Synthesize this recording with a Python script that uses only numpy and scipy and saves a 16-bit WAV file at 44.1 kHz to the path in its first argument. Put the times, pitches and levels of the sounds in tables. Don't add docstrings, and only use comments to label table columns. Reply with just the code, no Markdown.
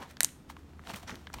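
import sys
import numpy as np
from scipy import signal
from scipy.fft import rfft, irfft, next_fast_len
from scipy.io import wavfile

SR = 44100
rng = np.random.default_rng(int(sys.argv[2]) if len(sys.argv) > 2 else 0)


def unload_audio(sound):
    columns = np.transpose(np.atleast_2d(sound))
    steps = np.round(np.clip(columns, -1, 1) * 32767)
    wavfile.write(sys.argv[1], SR, steps.astype(np.int16))


N = 61739
T = np.arange(N) / SR

# frequency in Hz, relative level in dB.
ROOM_NOISE_SPECTRUM = [(15, -23.5), (25, -16), (80, -1.5), (108, -12), (149, -5), (212, -7.5), (301, -10),
                       (335, -13), (451, -18.5), (695, -29.5), (1260, -27), (1560, -31), (5280, -38.5),
                       (16000, -49.5)]
# start in seconds, level in dB, pitch in Hz, relative edge level in dB.
CREASE_FLIPS = [(0.0045, -20, 1220, -23.5), (0.111, -34, 2220, -5), (0.1691, -25.5, 4070, -21),
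                (0.1698, -22.5, 1510, -30), (0.2885, -27.5, 2520, -34), (0.499, -14.5, 1700, -26.5),
                (0.5005, -14.5, 815, -51), (0.5662, -17, 1050, -35), (0.567, -28.5, 2400, -43),
                (0.7333, -38, 1586, -22.5), (0.7933, -19.5, 1296, -33), (0.8374, -24.5, 1260, -37),
                (0.8525, -29, 1900, -31), (0.8721, -22.5, 3380, -20), (0.8723, -19, 1330, -31),
                (0.8955, -18.5, 2960, -37), (0.8995, -13.5, 1370, -21.5), (0.906, -25, 2000, -34),
                (0.9168, -23, 2190, -28), (0.9419, -13, 2150, -27), (0.9599, -28.5, 3000, -1.5),
                (1.0816, -21, 1610, -29), (1.095, -9, 1390, -31), (1.1052, -23.5, 4200, -17.5),
                (1.1141, -15.5, 1600, -30), (1.1433, -19, 1440, -26), (1.1554, -24.5, 4070, -11.5),
                (1.2706, -12, 1400, -44), (1.2703, -22.5, 3120, -26), (1.3006, -20, 1240, -33),
                (1.3306, -30, 5350, -22), (1.3396, -14, 860, -15.5), (1.3853, -15.5, 990, -38.5),
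                (1.3849, -24.5, 2700, -19)]
# centre in seconds, length in seconds, level in dB, pitch in Hz.
HAND_BUMPS = [(0.005, 0.037, -51.5, 236), (0.898, 0.041, -49, 206), (0.948, 0.02, -45.5, 154),
              (1.128, 0.056, -47.5, 220), (1.108, 0.14, -54, 81), (1.364, 0.056, -52, 213),
              (1.372, 0.064, -51, 54)]
# frequency in Hz, relative level in dB.
FILM_SPECTRUM = [(150, -27.5), (400, 9), (750, 9), (1700, 0), (3000, -5.5), (6000, -14), (9000, -20),
                 (15500, -29.5)]
# loudest moment in seconds, 20 dB rise and fall times
# in seconds, level in dB, tilt above the ringing pitch in dB per octave, ringing pitch in Hz.
FILM_SLIDES = [(0.026, 0.063, .05, -43, 1, 994), (0.108, 0.048, 0.035, -51.5, 4.5, 1910),
               (0.5, 0.013, 0.03, -47.5, 5, 820), (0.592, 0.027, 0.041, -63.5, 5.5, 1500),
               (0.906, 0.061, 0.033, -41.5, 3.5, 740), (0.938, 0.0098, 0.038, -42.5, 4, 1020),
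               (0.962, 0.019, 0.061, -44.5, 5.5, 1160), (1.03, 0.018, 0.031, -49.5, 3.5, 694),
               (1.076, .006, 0.078, -45.5, -3.5, 5920), (1.099, 0.032, 0.049, -41, 1, 1410),
               (1.159, 0.099, 0.24, -57.5, 3.5, 594), (1.34, 0.0043, 0.012, -35.5, 3, 900),
               (1.364, 0.036, 0.39, -53, 3, 920)]
# start in seconds, level in dB, lower edge in Hz, emphasised pitch in Hz,
# then the relative levels in dB of that emphasis, of the film's shiver and of the rebound.
SEAL_SNAPS = [(0.2065, -0.5, 750, 1440, -3.5, 0, -14), (0.2325, -5.5, 5300, 8100, 4.5, -2, -34),
              (0.2464, -2.5, 3250, 6400, 6, -5, -33)]
# frequency in Hz, bandwidth in Hz, gain in dB.
STRIP_MODES = [(750, 340, -12), (1900, 1150, 3.5), (3000, 380, 4.5), (4200, 1180, 6), (6150, 2100, 0),
               (7250, 3500, -1), (9100, 2050, 8.5), (12170, 1500, 5.5)]
# frequency in Hz, relative level in dB.
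REVERB_SPECTRUM = [(200, 0), (1000, 1), (1900, 0), (2600, 1.5), (4000, -5), (6500, -8), (9000, -5),
                   (15000, -7.5)]
# frequency in Hz, bandwidth in Hz, gain at the centre in dB.
PORT_NOTCHES = [(2400, 230, -0.5), (4950, 330, -3), (10360, 370, -11)]


def amp(db):
    return 10 ** (np.asarray(db) / 20)


def rms_one(x):
    return x / np.sqrt(np.mean(x ** 2) + 1e-20)


def impulse(s):
    return (np.arange(N) == max(round(s * SR), 0)) + 1e-18


def cut(x, hz, kind, order=2):
    return signal.sosfilt(signal.butter(order, min(hz, SR / 2 - 500), kind, fs=SR, output="sos"), x)


def resonate(x, hz, width_hz):
    r = np.exp(-np.pi * width_hz / SR)
    feedback = [1, -2 * r * np.cos(2 * np.pi * hz / SR), r * r]
    return signal.lfilter(np.array([1, 0, -1]) * (1 - r * r) / 2, feedback, x)


def colour(x, db_at):
    size = next_fast_len(N + SR // 10)
    octaves = np.log2(np.maximum(np.arange(size // 2 + 1) * SR / size, 1))
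    return irfft(rfft(x, size) * amp(db_at(octaves)), size)[:N]


def curve(points):
    hz, db = np.transpose(points)
    return lambda octaves: np.interp(octaves, np.log2(hz), db)


def bell(x, centre, width):
    return np.exp(-.5 * ((x - centre) / width) ** 2)


def convolve(x, response):
    return signal.fftconvolve(x, response)[:N]


def dying_noise(t60):
    tail = rng.standard_normal(N) * np.exp(-np.log(1000) * T / t60)
    return tail / np.linalg.norm(tail)


def flutter(t60):
    spectrum = rfft(dying_noise(t60))
    return irfft(spectrum / (np.abs(spectrum) + 1e-12), N) * (T < t60)


def slips(per_s, spread_db=3):
    sizes = amp(spread_db * np.minimum(rng.exponential(1, N), 4.5)) * rng.choice([-1, 1], N)
    return sizes * (rng.random(N) < per_s / SR)


def room_hum(noise_db=-54, hum_db=-59.5, hum_hz=76.5):
    air = rms_one(colour(rng.standard_normal(N), curve(ROOM_NOISE_SPECTRUM)))
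    hum = np.sqrt(2) * np.sin(2 * np.pi * hum_hz * T)
    return amp(noise_db) * air + amp(hum_db) * hum


def creases(shiver_db=9.5, pop_q=2.27):
    out = 0
    for start, db, hz, edge_db in CREASE_FLIPS:
        flip = amp(db) * impulse(start)
        shaken = flip + amp(shiver_db) * convolve(flip, flutter(t60=0.01))
        pop = cut(resonate(shaken, hz, hz / pop_q), 1.89 * hz, "low")
        edge = amp(edge_db) * cut(shaken, 13000, "low")
        out = out + pop + edge
    return cut(out, 483, "high")


def bumps(relative_bandwidth=0.56):
    out = 0
    for centre, length, db, hz in HAND_BUMPS:
        flex = resonate(rng.standard_normal(N), hz, hz * relative_bandwidth)
        out = out + amp(db) * bell(T, centre, length / 2) * rms_one(cut(flex, 2 * hz, "low"))
    return out


def rustle(crackle_db=-67, ring_db=5.5, ring_octaves=0.17, bass_loss_db_per_octave=5):
    film = curve(FILM_SPECTRUM)
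    out = amp(crackle_db) * rms_one(colour(slips(per_s=770), film))
    for peak, rise, fall, db, tilt_db, hz in FILM_SLIDES:
        def panel(octaves):
            above = octaves - np.log2(hz)
            slopes = tilt_db * np.maximum(above, 0) - bass_loss_db_per_octave * np.maximum(-above, 0)
            return film(octaves) + slopes + ring_db * bell(above, 0, ring_octaves)

        swell = amp(db - 20 * np.maximum((peak - T) / rise, (T - peak) / fall))
        friction = colour(slips(per_s=5000), panel)
        out = out + swell * rms_one(cut(friction, 220, "high"))
    return out


def seal_snaps(rebound_s=0.00053, thud_db=-18.5):
    out = 0
    for start, db, edge_hz, emphasis_hz, emphasis_db, shiver_db, rebound_db in SEAL_SNAPS:
        push = amp(db) * (impulse(start) + amp(rebound_db) * impulse(start + rebound_s))
        modes = sum(amp(mode_db) * resonate(push, hz, width) for hz, width, mode_db in STRIP_MODES)
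        strip = cut(modes, edge_hz, "high", order=3)
        strip = strip + amp(emphasis_db) * resonate(strip, emphasis_hz, width_hz=1680)
        shiver = cut(convolve(push, flutter(t60=0.01)), 5100, "low", order=1)
        body = cut(amp(shiver_db) * shiver + amp(thud_db) * push, 580, "high", order=3)
        out = out + strip + body
    return cut(out, 12800, "low")


def kitchen(x, scatter_db=-21.5, echo_db=-22.5, echo_s=0.0072, tail_db=-16, tail_delay_s=0.0098):
    tail = colour(dying_noise(t60=0.33), curve(REVERB_SPECTRUM)) * (T > tail_delay_s)
    echo = convolve(impulse(echo_s), flutter(t60=0.035))
    scatter = flutter(t60=0.023)
    return x + convolve(x, amp(scatter_db) * scatter + amp(echo_db) * echo + amp(tail_db) * tail)


def scene():
    plastic = seal_snaps() + creases() + rustle()
    return (kitchen(plastic) + bumps() + room_hum())[None]


def record(dry, ceiling=0.8, cutoff_hz=15900):
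    for hz, width, db in PORT_NOTCHES:
        dry = dry + (amp(db) - 1) * resonate(dry, hz, width)
    rounded = ceiling * np.tanh(dry / ceiling)
    return signal.sosfilt(signal.ellip(10, .1, 70, cutoff_hz, fs=SR, output="sos"), rounded)


dry = scene()
out = record(dry)
unload_audio(out)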